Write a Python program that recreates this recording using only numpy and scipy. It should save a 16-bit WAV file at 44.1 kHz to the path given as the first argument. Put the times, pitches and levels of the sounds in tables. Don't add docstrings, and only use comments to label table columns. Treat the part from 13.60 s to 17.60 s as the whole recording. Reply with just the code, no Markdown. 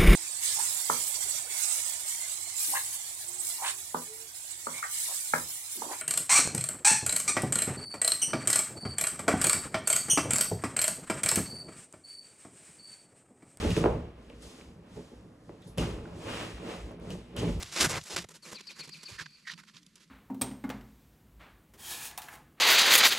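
import sys
import numpy as np
from scipy import signal
from scipy.fft import rfft, irfft
from scipy.io import wavfile

SR = 44100
rng = np.random.default_rng(int(sys.argv[2]) if len(sys.argv) > 2 else 0)


def log_audio(samples):
    frames = np.atleast_2d(samples).T
    limited = np.clip(frames, -1, 1)
    pcm = np.round(limited * 32767).astype(np.int16)
    wavfile.write(sys.argv[1], SR, pcm)


N = 176400


def amp(db):
    return 10 ** (np.asarray(db) / 20)


def unit(x):
    return x / np.sqrt(np.mean(x ** 2) + 1e-20)


def in_time(spells):
    seconds, *columns = np.concatenate(spells).T
    return [np.interp(np.arange(N) / SR, seconds, column) for column in columns]


def at_hz(points):
    hz, *columns = np.transpose(points)
    grid = np.log(np.arange(N // 2 + 1) * SR / N + 1)
    return [np.interp(grid, np.log(hz), column) for column in columns]


def colour(x, points):
    return irfft(rfft(x) * amp(at_hz(points)[0]), N)


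def cut(x, hz, kind, order=4):
    return signal.sosfilt(signal.butter(order, hz, kind, fs=SR, output="sos"), x)


def drift(rate):
    knots = rng.standard_normal(400)
    return np.interp(np.arange(N) / SR * rate, np.arange(400), knots) * 1.2


def grains(rate, spread_db):
    loudness_db = spread_db * np.minimum(rng.exponential(1, (2, N)), 5)
    size = amp(loudness_db) * rng.choice([-1, 1], (2, N))
    return size * (rng.random((2, N)) < rate / SR)


def ring(x, hz, t60):
    radius, angle = amp(-60 / (t60 * SR)), 2 * np.pi * hz / SR
    feedback = [1, -2 * radius * np.cos(angle), radius * radius]
    return signal.lfilter([0, np.sin(angle)], feedback, x + 1e-18)


def add(out, seconds, burst):
    i = int(seconds * SR)
    out[i:i + len(burst)] += burst[:N - i]


# pitch in Hz, relative level in dB.
ROOM_TONE_COLOUR = [(25, -10), (60, -4.5), (110, -9), (180, 0), (250, -0.5), (400, -9), (480, -7.5),
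                    (680, -18.5), (1900, -24.5), (3000, -41), (7400, -43), (16000, -41)]
ROOM_TONE_DB = -57


def room_tone():
    return amp(ROOM_TONE_DB) * unit(colour(rng.standard_normal((2, N)), ROOM_TONE_COLOUR))


ROOM_T60_S, ROOM_DB, WALL_CUT_HZ = 0.46, -13.5, 3900


def room(x):
    t = np.arange(SR // 2) / SR
    tail = cut(rng.standard_normal((2, len(t))), WALL_CUT_HZ, "low", order=1)
    tail = tail * amp(-60 * t / ROOM_T60_S) * (t > .004)
    tail = tail / np.sqrt(np.sum(tail ** 2, axis=1, keepdims=True))
    return amp(ROOM_DB) * signal.fftconvolve(x[None], tail, axes=1)[:, :N]


# time in seconds, level of the dull scrape in dB,
# level of the bright scrape in dB, level of the fine hiss in dB.
RUB_LEVELS = [
    [(0.0, -45.5, -44.5, -47), (0.094, -44, -45, -47), (0.106, -50, -50.5, -44), (0.158, -59, -44, -48),
     (0.166, -42, -44.5, -42), (0.224, -44, -50.5, -49.5), (0.258, -29, -49, -55.5),
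     (0.286, -36, -56, -58.5), (0.544, -65.5, -69.5, -81), (0.632, -64, -68, -71), (0.65, -79, -70, -71),
     (0.708, -67, -66.5, -72), (0.8, -76, -68.5, -68)],
    [(0.83, -62, -64, -54.5), (1.008, -66, -63, -61), (1.184, -70, -78, -77), (1.24, -67, -73.5, -79),
     (1.364, -63, -65, -61.5), (1.744, -71, -79.5, -79), (1.876, -79, -79, -72.5), (1.89, -63, -71, -72),
     (1.988, -69, -73.5, -74.5), (2.032, -68, -70, -69), (2.082, -67, -76, -63), (2.164, -65, -71, -78),
     (2.172, -72, -67, -68)],
    [(2.179, -47, -52, -61), (2.183, -34.5, -51, -44), (2.201, -47, -50, -45), (2.223, -45, -45, -47),
     (2.417, -59, -63, -67), (2.527, -54, -64.5, -68), (2.581, -58, -63.5, -60), (2.703, -45.5, -44.5, -51),
     (2.765, -49.5, -43, -48.5), (2.835, -45.5, -46.5, -50), (2.967, -65, -57, -60.5),
     (2.977, -52, -56, -61), (3.0, -62, -57, -63)],
    [(3.03, -54, -57, -61), (3.114, -46, -48, -53), (3.27, -61, -62.5, -64.5), (3.316, -53.5, -63, -67.5),
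     (3.372, -69, -68, -78), (3.386, -58, -70, -87), (3.412, -60, -66, -68), (3.488, -53, -60.5, -62.5),
     (3.518, -51, -55.5, -52), (3.548, -56, -62.5, -58), (3.672, -74, -67.5, -73), (3.754, -61, -64, -75),
     (3.76, -54, -57, -75)],
    [(3.767, -46.5, -52, -51.5), (3.799, -59, -47, -44), (3.809, -47, -51, -51), (3.837, -44, -50, -49.5),
     (3.847, -49, -49, -53.5), (3.885, -50, -51, -52.5), (3.923, -62, -55.5, -55), (4.0, -57, -63, -63)],
]
# pitch in Hz, relative level in dB.
SCRAPE_COLOUR = [(290, -25), (500, 9), (696, 4), (926, -1), (1050, -1), (1450, -10), (2740, -11),
                 (4500, -23), (5850, -26), (9900, -120)]
# pitch in Hz, relative level in dB.
HISS_COLOUR = [(2000, -51), (3100, -5), (4000, -5), (5000, -4), (6500, -3.5), (7900, -5), (9500, -10),
               (11500, -14.5), (16000, -8.5)]
GRAINS_PER_S, GRAIN_SPREAD_DB, SCRAPE_SPLIT_HZ = 6000, 2, 1430


def rubbing():
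    dull_db, bright_db, hiss_db = in_time(RUB_LEVELS)
    scrape = colour(grains(GRAINS_PER_S, GRAIN_SPREAD_DB), SCRAPE_COLOUR)
    dull = unit(cut(scrape, SCRAPE_SPLIT_HZ, "low"))
    bright = unit(cut(scrape, SCRAPE_SPLIT_HZ, "high"))
    hiss = unit(colour(grains(3 * GRAINS_PER_S, GRAIN_SPREAD_DB), HISS_COLOUR))
    return amp(dull_db) * dull + amp(bright_db) * bright + amp(hiss_db) * hiss


# pitch in Hz, strength in dB, time to ring down 60 dB in seconds.
CHAMBER_MODES = [(114.5, 1, 0.24), (167.2, 0, 0.21), (246.8, -3.5, 0.18), (285, -11, 0.19),
                 (373, -4, 0.077), (408.6, -5, 0.084), (489.2, -4.5, 0.12), (553, -7.5, 0.089),
                 (682, -6.5, 0.03), (860, -19, 0.16)]


def chambers(x, modes):
    return sum((-1) ** k * amp(db) * ring(x, hz, t60) for k, (hz, db, t60) in enumerate(modes))


# start in seconds, level in dB before the
# soft attack and the fall, end pitch in Hz, start pitch as a multiple of the end pitch.
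CREASE_POPS = [(0.1671, -17, 291, 3.0), (.2414, -10, 270, 4.5), (.2586, -6.5, 340, 3.8),
               (1.8936, -30, 320, 4.5), (.7005, -35, 490, 1.5), (1.3702, -32.5, 340, 3.0),
               (1.515, -46.5, 390, 2.1), (2.1799, -28, 305, 2.1), (2.456, -48, 386, 2.1),
               (3.054, -44, 353, 2.1), (3.307, -48.5, 400, 1.5), (3.423, -44, 342, 1.5),
               (3.516, -34.5, 254, 2.1), (3.8318, -16.5, 255, 4.0)]
POP_ATTACK_S, POP_FALL_S, POP_T60_S = .0018, .0013, .03
POP_BODY_GAIN = 0.00792447


def pops():
    out, t = np.zeros(N), np.arange(SR // 6) / SR
    for seconds, db, hz, rise in CREASE_POPS:
        extra_s = (rise - 1) * POP_FALL_S * (1 - np.exp(-t / POP_FALL_S))
        tone = np.sin(2 * np.pi * hz * (t + extra_s))
        attack = 1 - np.exp(-t / POP_ATTACK_S)
        add(out, seconds, -amp(db - 60 * t / POP_T60_S) * attack * tone)
    return out + POP_BODY_GAIN * chambers(out, CHAMBER_MODES)


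# start in seconds, starting level in dB, pitch in Hz,
# time to fall 60 dB in seconds, level of the bright edge's noise against the ring in dB.
VINYL_TICKS = [(0.106, -28.5, 2540, 0.012, -5), (0.114, -34.5, 2870, 0.048, -18),
               (0.1661, -28, 2500, 0.01, -18), (.176, -36, 3230, .015, -19), (.187, -38, 2140, .015, -12),
               (0.2408, -28, 1530, 0.013, -29), (0.2598, -33, 1860, .02, -25),
               (0.6997, -46.5, 2480, 0.026, -25), (0.823, -54, 8200, 0.035, -14),
               (1.012, -49.5, 2350, 0.021, -25), (1.894, -54, 2070, 0.014, -25),
               (2.0208, -58, 3600, 0.093, 3), (2.073, -62, 10500, 0.26, -11.5),
               (2.1764, -40.5, 1160, 0.013, 3.5), (2.1823, -34, 2820, 0.085, 7.5),
               (2.386, -53, 1460, .02, -12), (2.4555, -46.5, 1590, 0.023, -24),
               (2.98, -50, 1510, 0.018, -15), (3.316, -57, 1490, 0.015, 0), (3.3993, -59, 2190, 0.027, 1),
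               (3.505, -47, 2920, 0.08, 7), (3.7651, -44, 3000, 0.32, 9.5), (3.88, -45, 2960, 0.028, -15)]
TICK_WIDTH, EDGE_T60_S = 0.13, 0.0095


def ticks():
    out, t = np.zeros(N), np.arange(SR // 6) / SR
    warm_up = 400
    noise = rng.standard_normal((len(VINYL_TICKS), len(t) + warm_up))
    for (seconds, db, hz, t60, edge_db), puff in zip(VINYL_TICKS, noise):
        rough_t60 = np.log(1000) / (np.pi * TICK_WIDTH * hz)
        tone = unit(ring(puff, hz, rough_t60))[warm_up:]
        edge = cut(puff, 3400, "high", order=2)[warm_up:]
        add(out, seconds, tone * amp(db - 60 * t / t60))
        add(out, seconds, edge * amp(db + edge_db - 60 * t / EDGE_T60_S))
    return out


# time in seconds, level of the drumming
# skin in dB, level of the low chambers in dB, level of the deep boom in dB.
LOAD_LEVELS = [
    [(0.0, -38, -32, -39), (0.022, -33.5, -49, -36), (0.042, -29.5, -33, -33), (0.068, -28.5, -32, -29.5),
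     (0.094, -32, -31, -27), (0.114, -36, -26.5, -30), (0.134, -40, -30, -36), (0.15, -47, -43, -31),
     (0.172, -28.5, -34, -38), (0.208, -31.5, -36.5, -37), (0.225, -36.5, -34, -37)],
    [(0.295, -35.5, -30.5, -33), (0.555, -64.5, -60.5, -54.5), (0.693, -60, -66, -56),
     (0.699, -50.5, -65, -56), (0.775, -59, -53, -55), (0.839, -54, -73, -56), (0.859, -57, -53, -51),
     (0.923, -56, -73, -66), (0.949, -56, -58, -82), (0.985, -56, -82, -67), (1.085, -61.5, -62, -53),
     (1.223, -64.5, -52, -71), (1.237, -61, -75, -77), (1.3, -71, -71, -56)],
    [(1.33, -75, -50, -60), (1.378, -45, -49.5, -54), (1.454, -60, -61, -58), (1.472, -70, -54, -79),
     (1.514, -58, -73, -80), (1.532, -49.5, -69, -60), (1.566, -61, -70, -50), (1.614, -66, -60, -58),
     (1.646, -61, -56, -89), (1.724, -63, -54, -62), (1.762, -67, -70, -80), (1.778, -67, -60, -66),
     (1.854, -73, -65, -80), (1.885, -55, -53, -82)],
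    [(1.905, -51.5, -55, -60), (1.919, -55, -61, -60), (1.933, -53, -51, -60), (1.961, -58, -60, -80),
     (1.971, -77, -61, -80), (1.993, -59, -54, -66), (2.005, -71, -57, -77), (2.013, -61, -56, -80),
     (2.039, -66, -67.5, -80), (2.065, -61, -47, -63), (2.089, -53, -54, -56), (2.123, -59, -52, -55),
     (2.155, -57, -71, -54), (2.172, -60, -57, -55)],
    [(2.185, -43, -33.5, -50), (2.209, -33.5, -42, -35), (2.241, -39, -34, -40), (2.271, -39.5, -43, -38),
     (2.429, -48.5, -47.5, -44), (2.481, -46.5, -46.5, -62), (2.563, -49.5, -44.5, -43.5),
     (2.627, -48.5, -52, -69), (2.657, -40.5, -46.5, -50), (2.861, -43, -43.5, -56), (2.899, -50, -50, -79),
     (2.945, -52, -53, -40), (3.081, -40.5, -49, -64), (3.1, -42, -55, -56)],
    [(3.14, -46, -51, -60), (3.226, -53.5, -52, -39.5), (3.336, -45, -54, -56), (3.364, -51.5, -51, -60),
     (3.392, -58, -52, -59), (3.434, -46, -51, -47), (3.476, -45, -39.5, -62), (3.53, -45, -38.5, -46.5),
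     (3.654, -58, -56, -56), (3.724, -56, -54, -58), (3.8, -36.5, -37.5, -41.5), (3.898, -35, -34.5, -37),
     (3.966, -43.5, -39, -33.5), (4.0, -47, -61, -37)],
]
# pitch in Hz, relative level in dB.
SKIN_COLOUR = [(150, -42), (200, -20), (324, -0.5), (460, -4), (600, -12.5), (800, -18), (1200, -27.5),
               (2000, -81)]
# pitch in Hz, relative level in dB.
LOW_SKIN_COLOUR = [(60, -25), (85, -13.5), (120, 9), (170, 7.5), (210, -5.5), (280, -35)]
SLIPS_PER_S, SLIP_SPREAD_DB, SLIP_SOFT_HZ = 400, 2.5, 500
BROAD_DB, SKIN_TOP_HZ = 0.5, 1124
BOOM_HZ, BOOM_WANDER_HZ, BOOM_NOISE = 62.2, 6.86, 0.53


def mattress():
    skin_db, low_db, boom_db = in_time(LOAD_LEVELS)
    slips = grains(SLIPS_PER_S, SLIP_SPREAD_DB)
    soft = cut(slips, SLIP_SOFT_HZ, "low", order=1)
    skin = unit(chambers(soft, CHAMBER_MODES[2:]))
    skin = skin + amp(BROAD_DB) * unit(colour(slips, SKIN_COLOUR))
    skin = unit(cut(skin, SKIN_TOP_HZ, "low"))
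    low = unit(chambers(soft, CHAMBER_MODES[:2]))
    low = low + amp(BROAD_DB) * unit(colour(slips, LOW_SKIN_COLOUR))
    low = unit(cut(low, SKIN_TOP_HZ / 2, "low"))
    boom_hz = BOOM_HZ + BOOM_WANDER_HZ * drift(7.1)
    boom = np.sin(2 * np.pi * np.cumsum(boom_hz) / SR)
    rumble = unit(cut(rng.standard_normal((2, N)), [35, 90], "band", order=2))
    boom = unit(boom + BOOM_NOISE * rumble)
    return amp(skin_db) * skin + amp(low_db) * low + amp(boom_db) * boom


# pitch in Hz,
# level in dB, share that follows the middle from 0 to 1, phase of that share in radians.
SIDE_SHARE_TABLE = [(40, -47, 0.8, -10), (90, -24.5, 0.2, -5), (180, -19, 0.86, -1.5),
                    (350, -17.5, 0.44, -3), (696, -2.5, 0.5, -1.63), (1230, -2.5, 0.47, -1.6),
                    (1900, -16, 0, -3), (2650, 0.5, 0.2, -1), (3540, 2, 0.4, -1.85),
                    (5200, -1.5, 0.4, -1.4), (6900, -18, .5, -1.8), (8300, -5.5, 0.7, -1.54),
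                    (11000, 3.5, 1, -1.6), (16000, -3.5, 0.7, -1.6)]


def scene():
    hits = pops() + ticks()
    mid, other = room_tone() + room(hits) + rubbing() + mattress()
    mid = mid + hits
    db, tied, phase = at_hz(SIDE_SHARE_TABLE)
    tied = np.clip(tied, 0, 1)
    following = tied * np.exp(1j * phase) * rfft(mid)
    separate = np.sqrt(1 - tied ** 2) * rfft(other)
    side = irfft(amp(db) * (following + separate), N)
    side = side * np.clip(np.arange(N)[::-1] / 200, 0, 1)
    return np.array([mid + side, mid - side])


MIDDLE_CUT_HZ, BASS_CUT_HZ, CUTOFF_HZ = 12550, 27, 16000


def record(dry):
    mid, side = (dry[0] + dry[1]) / 2, (dry[0] - dry[1]) / 2
    mid, side = cut([mid, side], BASS_CUT_HZ, "high", order=3)
    middle_cut = signal.cheby2(8, 17, MIDDLE_CUT_HZ, fs=SR, output="sos")
    mid = signal.sosfiltfilt(middle_cut, mid)
    top_cut = signal.cheby2(20, 60, CUTOFF_HZ, fs=SR, output="sos")
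    return signal.sosfilt(top_cut, [mid + side, mid - side])


dry = scene()
out = record(dry)
log_audio(out)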